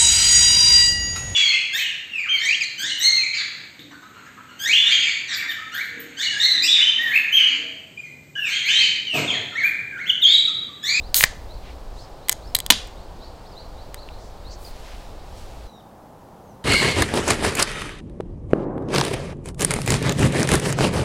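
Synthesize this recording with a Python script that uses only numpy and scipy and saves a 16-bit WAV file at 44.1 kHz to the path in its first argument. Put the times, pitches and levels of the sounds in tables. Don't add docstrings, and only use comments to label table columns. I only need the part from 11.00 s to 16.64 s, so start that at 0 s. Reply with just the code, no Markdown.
import sys
import numpy as np
from scipy import signal
from scipy.fft import rfft, irfft
from scipy.io import wavfile

SR = 44100
rng = np.random.default_rng(int(sys.argv[2]) if len(sys.argv) > 2 else 0)


def store_wav(level_fs):
    pcm = np.round(np.clip(np.atleast_2d(level_fs), -1, 1) * 32767)
    wavfile.write(sys.argv[1], SR, pcm.T.astype(np.int16))


N = 248724
TIME = np.arange(N) / SR


def from_db(db):
    return 10 ** (np.asarray(db) / 20)


def rms_one(x):
    return x / np.sqrt(np.mean(x ** 2) + 1e-20)


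def curve(rows):
    return np.interp(TIME, *np.transpose(rows))


def at_hz(points, hz):
    freqs, values = np.transpose(points)
    return np.interp(np.log(np.maximum(hz, 1)), np.log(freqs), values)


def add(out, start_s, sound):
    start = round(start_s * SR)
    out[start:start + len(sound)] += sound[:len(out) - start]


def fade(t, t60):
    return np.exp(-np.log(1000) * t / t60)


def noise(spectrum):
    hz = np.fft.rfftfreq(N, 1 / SR)
    colour = from_db(at_hz(spectrum, hz))
    return rms_one(irfft(rfft(rng.standard_normal(N)) * colour, N))


def bell(x, hz, width_hz, gain_db):
    band = signal.lfilter(*signal.iirpeak(hz, hz / width_hz, fs=SR), x)
    return x + (from_db(gain_db) - 1) * band


def shelf(x, hz, kind, gain_db):
    end = signal.lfilter(*signal.butter(1, hz, kind, fs=SR), x)
    return x + (from_db(gain_db) - 1) * end


def low_pass(x, order, hz):
    return signal.sosfilt(signal.butter(order, hz, fs=SR, output="sos"), x)


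# pitch_hz, relative_level_db (per Hz)
RUSH_COLOUR = [(160, -1), (250, -4), (350, -3.5), (550, -0.5), (800, -1.5), (1050, -7.0), (1400, -13),
               (2000, -20.0), (3000, -20.5), (4500, -18.5), (6000, -25.5), (8000, -27), (10000, -33),
               (15000, -34)]


def distant_rush(level_db=-43.5, treble_db=-3.0):
    return from_db(level_db) * shelf(noise(RUSH_COLOUR), 8000, "high", treble_db)


# time_s, level_db
BREEZE_LEVEL = [(0.0, -32.5), (0.05, -37), (0.43, -33.5), (1.35, -42.5), (1.48, -35), (2.6, -44),
                (2.69, -38), (4.45, -38.5), (4.65, -35.5)]
# pitch_hz, relative_level_db (per Hz)
BREEZE_COLOUR = [(12, -4.5), (22, 1.5), (48, -2.5), (70, -7.5), (110, -14), (160, -30.5), (300, -55)]


def breeze():
    return from_db(curve(BREEZE_LEVEL)) * noise(BREEZE_COLOUR)


# pitch_hz, relative_level_db (per Hz)
LATE_COLOUR = [(30, -6.5), (80, 0.5), (130, -0.5), (210, 0.5), (320, -4.5), (520, -4.0), (820, -2),
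               (1100, -10), (1500, -18.0), (2200, -27), (4000, -29), (6500, -32), (10000, -34.0),
               (15000, -34.5)]


def background(cut_s=4.67, late_db=-45.5):
    late = np.clip((TIME - cut_s) / .01, 0, 1)
    early_sound = distant_rush() + breeze()
    return (1 - late) * early_sound + late * from_db(late_db) * noise(LATE_COLOUR)


def glide(length_s, start_hz, end_hz, bend=1.1):
    return start_hz + (end_hz - start_hz) * np.linspace(0, 1, round(length_s * SR)) ** bend


# start_s, rise_s, top_pitch_hz, level_db, flick_level_db
CHIRPS = [(0.011, .075, 5050, -49.5, -57), (0.479, 0.081, 4800, -53.5, -58),
          (0.962, 0.072, 5580, -50, -52.5), (1.216, 0.078, 4900, -55, -60),
          (1.413, 0.076, 5600, -53.5, -58), (1.96, 0.076, 4800, -55.5, -60), (2.19, .052, 5500, -56, -64),
          (2.207, 0.06, 4850, -50, -49.5), (2.451, 0.031, 5430, -51.5, -66), (2.552, .06, 4750, -45.5, -57),
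          (2.764, .072, 4850, -53, -59), (2.957, 0.057, 4810, -48, -48.5), (3.1, .058, 4550, -55.5, -60),
          (3.44, 0.066, 4860, -49, -48)]


def chirps(from_hz=3530, flick_s=.024, flick_ratio=.8):
    rises = [(start_s, glide(rise_s, from_hz, top_hz), level_db)
             for start_s, rise_s, top_hz, level_db, _ in CHIRPS]
    flicks = [(start_s + rise_s, glide(flick_s, top_hz, flick_ratio * top_hz), flick_db)
              for start_s, rise_s, top_hz, _, flick_db in CHIRPS]
    return rises + flicks


# start_s, length_s, start_pitch_hz, level_db
FALLING_NOTES = [(2.515, .028, 5100, -50.5), (3.645, 0.041, 5050, -43.5), (5.449, .1, 6800, -68.5)]


def falling_notes(end_ratio=.8):
    return [(start_s, glide(length_s, hz, end_ratio * hz), level_db)
            for start_s, length_s, hz, level_db in FALLING_NOTES]


# multiple_of_base_pitch, level_db
CALL_OVERTONES = [(2, -55.5), (3, -67)]
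CALL_FROM_S, CALL_S, CALL_HZ, CALL_SAG_HZ_PER_S = 4.66, .16, 2025, 1250
CALL_DROP_S, CALL_DROP_HZ = .025, 500
TRILL_HZ, TRILL_DEPTH = 60, .015


def long_call():
    t = TIME[TIME < CALL_S]
    drop = np.clip(1 - (CALL_S - t) / CALL_DROP_S, 0, 1)
    trill = 1 + TRILL_DEPTH * np.sin(2 * np.pi * TRILL_HZ * t)
    base_hz = (CALL_HZ - CALL_SAG_HZ_PER_S * t - CALL_DROP_HZ * drop) * trill
    return [(CALL_FROM_S, multiple * base_hz, level_db) for multiple, level_db in CALL_OVERTONES]


def birds(waver=0.009, flutter_db=4.0):
    out = np.zeros(N)
    wobble = noise([(200, -1.5), (700, -39.5)])
    flutter = noise([(90, -1), (350, -39.5)])
    for start_s, pitch, level_db in chirps() + falling_notes() + long_call():
        span = round(start_s * SR) + np.arange(len(pitch))
        hz = pitch * (1 + waver * wobble[span])
        swell = np.sqrt(np.abs(np.sin(np.linspace(0, np.pi, len(hz)))))
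        loudness = swell * from_db(level_db + flutter_db * flutter[span])
        add(out, start_s, np.sqrt(2) * loudness * np.sin(2 * np.pi * np.cumsum(hz) / SR))
    return out


# pitch_hz, fade_time_s
TREES_FADE = [(200, 0.3), (2000, 0.46), (4500, 0.34), (8000, 0.41), (14000, 0.06)]
# pitch_hz, relative_level_db
TREES_COLOUR = [(200, -3.5), (1000, -3.5), (2000, -2.5), (3200, -3.5), (4500, 3.5), (6500, -0.5),
                (8500, -5), (11000, -9), (16000, -8)]


def trees(x, build_s=0.0043, grain_db=1.5):
    t = TIME[:SR * 2 // 3]
    edges = np.geomspace(120, 17000, 13)
    grain = noise([(200, 2.5), (1000, -29.5)])[:len(t)]
    scatter = rng.standard_normal((2, len(t))) * from_db(grain_db * grain)
    tail = np.zeros(len(t))
    for k, (low, high) in enumerate(zip(edges, edges[1:])):
        band_filter = signal.butter(2, [low, high], "band", fs=SR, output="sos")
        band = signal.sosfilt(band_filter, scatter[k % 2])
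        hz = np.sqrt(low * high)
        tail += band * from_db(at_hz(TREES_COLOUR, hz)) * fade(t, at_hz(TREES_FADE, hz))
    tail *= 1 - np.exp(-t / build_s)
    return signal.fftconvolve(x, tail / np.linalg.norm(tail))[:N]


# pitch_hz, relative_level_db (per Hz)
JET_COLOUR = [(300, -23), (1000, -16.5), (2200, -10.5), (4000, -3), (5300, -8), (6450, 1), (7400, -5),
              (8350, 1), (10000, -3.5), (13500, 1), (16000, -4)]
# pitch_hz, width_hz, gain_db
JET_HOLLOWS = [(5850, 400, -17.5), (9020, 430, -19), (7550, 400, -4.5), (2630, 250, -6.5)]
GAS_FROM_S, GAS_UNTIL_S, GAS_DB = 0.1435, 0.243, -14
SLIT_OPENS_S, SLIT_NARROW_DB = .018, -7.5
GAS_SAG_DB_PER_S, GAS_RELEASE_T60_S = 85, .036


def gas(sputter_db=0.9):
    jet = noise(JET_COLOUR)
    for hz, width_hz, gain_db in JET_HOLLOWS:
        jet = bell(jet, hz, width_hz, gain_db)
    age = TIME - GAS_FROM_S
    slit_db = SLIT_NARROW_DB * np.clip(1 - age / SLIT_OPENS_S, 0, 1)
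    pressure_db = GAS_DB - GAS_SAG_DB_PER_S * np.maximum(age - SLIT_OPENS_S, 0)
    sputter = sputter_db * noise([(150, 0), (900, -41)])
    flowing = (age > 0) * fade(np.clip(TIME - GAS_UNTIL_S, 0, 1 / 2), GAS_RELEASE_T60_S)
    return rms_one(jet) * flowing * from_db(pressure_db + slit_db + sputter)


def fractures(t60, share_db):
    t = TIME[:SR // 5]
    force = rng.standard_normal(len(t)) * fade(t, t60)
    force *= from_db(share_db) / np.linalg.norm(force)
    force[0] += 1
    even = irfft(np.exp(1j * np.angle(rfft(force))), len(t))
    return (even * fade(t, 5 * t60))[:len(t) // 2]


# pitch_hz, relative_level_db, fade_time_s (to fall 60 dB)
LID_TONES = [(705, -19.5, .012), (1020, -22, 0.034), (1800, -18, .03), (2047, -13.5, 0.032),
             (2310, -16, 0.015), (3120, -13, .016), (3390, -10.5, 0.0095), (3962, -12.5, .016),
             (4830, -8.5, .011), (6700, -12, 0.0085), (6940, -12, .009), (8120, -2.5, .013),
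             (9400, -12, 0.0082), (11100, -11, .006), (11400, -7, .008), (13000, -13, 0.0046),
             (13700, -4, .006)]


def lid_ring():
    t = TIME[:SR // 10]
    return sum(from_db(level_db) * fade(t, t60) * np.cos(2 * np.pi * hz * t)
               for hz, level_db, t60 in LID_TONES)


TEAR_DB, TEAR_TYPICAL_S, TEAR_FOLLOWS = 7.5, .005, 0.37


def snap(db, tear_t60, favoured_hz, width_hz, boost_db, bass_db, top_hz, ring_db, crack_db=7.5):
    length_db = 10 * np.log10(tear_t60 / TEAR_TYPICAL_S)
    force = fractures(tear_t60, TEAR_DB + length_db + TEAR_FOLLOWS * db)
    ring = signal.fftconvolve(force, lid_ring())[:len(force)]
    sound = from_db(crack_db) * force + from_db(ring_db) * ring
    sound = bell(sound, favoured_hz, width_hz, boost_db)
    sound = shelf(sound, 1200, "low", bass_db)
    sound = low_pass(sound, 2, top_hz)
    attack = np.std(sound[:len(TIME[TIME < .003])])
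    return -from_db(db) * sound / attack


# start_s,
# level_db (over the first 3 ms), burst_fade_s (to fall 60 dB), favoured_pitch_hz, favoured_width_hz,
# favoured_boost_db, bass_db, top_edge_hz
POPS_AND_KNOCK = [(0.1438, -8.5, 0.0047, 4350, 750, 15, -9, 15000),
                  (0.2087, -12, .005, 1850, 600, 19, -10, 4800),
                  (0.2290, -18.5, .005, 2100, 1400, 10.5, -5, 4000),
                  (0.2378, 1, .012, 1835, 330, 13, -12, 7200),
                  (1.7026, 6.5, .022, 3200, 1100, 14, 1.5, 13000),
                  (1.7225, -15.5, .009, 3000, 2000, 6, -3, 7500),
                  (3.0885, -38, 0.0054, 2750, 399, 29, -10, 3400)]


def pops_and_knock(ring_db=-20):
    out = np.zeros(N)
    for start_s, *burst in POPS_AND_KNOCK:
        add(out, start_s, snap(*burst, ring_db))
    return out


# time_s, level_db
HAND_OPENNESS = [(0.3, -2.5), (1.2, -5), (1.68, -7), (1.7, 0)]


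def past_the_hand(x):
    return x * from_db(curve(HAND_OPENNESS))


# delay_s, level_db (before dulling)
ECHOES = [(.0055, -24), (0.0194, -32), (.0305, -32.5)]


def near_echoes(x, dull_hz=5000):
    out, dull = np.zeros(N), low_pass(x, 2, dull_hz)
    for delay_s, level_db in ECHOES:
        add(out, delay_s, from_db(level_db) * dull)
    return out


# start_s, pitch_hz, level_db (at the start),
# fade_time_s (to fall 60 dB)
OPENING_TONES = [(0.2373, 129, -23.5, 0.053), (0.2393, 210, -26, 0.031), (1.7025, 205, -30.5, 0.24),
                 (1.7031, 250, -27.5, 0.17), (1.7027, 988, -13.5, 0.062)]


def opening_tones():
    out, t = np.zeros(N), TIME[:SR // 2]
    for start_s, hz, level_db, t60 in OPENING_TONES:
        add(out, start_s, from_db(level_db) * fade(t, t60) * np.sin(2 * np.pi * hz * t))
    return out


# start_s, length_s, level_db (before the swell), centre_pitch_hz, width_octaves
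RUBS = [(0.599, 0.16, -50, 2470, 0.71), (0.92, .17, -56, 4970, 0.51), (3.16, 0.17, -57, 5470, 0.47),
        (3.5, 0.061, -46.5, 5730, 0.27), (3.568, 0.16, -52, 10900, 1.4), (3.56, 0.66, -51, 2360, 1.28),
        (3.833, 0.14, -54.5, 2360, 0.74), (4.149, 0.6, -54, 2700, 1.23), (4.34, 0.11, -60, 5000, 0.7)]


def rubs(grain_db=1.0):
    out = np.zeros(N)
    grain = noise([(200, -2), (1500, -30)])
    fibres = rng.standard_normal(N) * from_db(grain_db * grain)
    for start_s, length_s, level_db, centre_hz, octaves in RUBS:
        stroke = fibres[(TIME >= start_s) & (TIME < start_s + length_s)]
        hz = np.fft.rfftfreq(len(stroke), 1 / SR) + 1
        colour = np.exp(-.5 * (np.log2(hz / centre_hz) / octaves) ** 2)
        stroke = rms_one(irfft(rfft(stroke) * colour, len(stroke)))
        swell = np.sin(np.linspace(0, np.pi, len(stroke)))
        add(out, start_s, from_db(level_db) * stroke * swell)
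    return out


# start_s, level_db (over the first 3 ms), slip_fade_s (to fall 60 dB),
# favoured_pitch_hz, favoured_boost_db
TICKS = [(1.285, -25, .012, 2000, 6), (1.2944, -6.5, 0.0055, 5000, 5), (1.315, -27, .032, 6800, 8),
         (1.322, -22.5, 0.0044, 6530, 18), (1.327, -20.5, 0.0044, 6300, 13),
         (1.5493, -14, 0.0033, 11000, 9), (1.5519, -9, 0.004, 3996, 17), (1.5524, -17, .004, 11450, 22),
         (1.5639, -25, .024, 3760, 8), (1.5884, -23, 0.0035, 8300, 5), (1.6028, -22.5, .004, 3372, 9),
         (1.6638, -22.5, 0.0037, 3400, 7), (1.873, -45.5, .003, 7500, 8), (2.9443, -30.5, 0.0025, 1300, 12)]
TICK_RING_DB, TICK_WIDTH_HZ, TICK_BASS_DB, TICK_TOP_HZ = -9.5, 400, -7, 16000
RING_MUTING = .22


def ticks():
    out = np.zeros(N)
    for start_s, level_db, slip_t60, favoured_hz, boost_db in TICKS:
        ring_db = TICK_RING_DB - RING_MUTING * level_db
        tick = snap(level_db, slip_t60, favoured_hz, TICK_WIDTH_HZ, boost_db,
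                    TICK_BASS_DB, TICK_TOP_HZ, ring_db)
        add(out, start_s, tick)
    return out


def scene():
    song = birds()
    can = gas() + pops_and_knock() + ticks()
    spilled = past_the_hand(can)
    near = can + near_echoes(spilled) + from_db(-22.5) * trees(spilled) + opening_tones() + rubs()
    far = from_db(-2.3) * song + from_db(-12.3) * trees(song)
    return (near + far + background())[None]


def record(dry):
    clipped = np.clip(dry, -.92, .92)
    return low_pass(clipped, 20, 15900)


dry = scene()
out = record(dry)
store_wav(out)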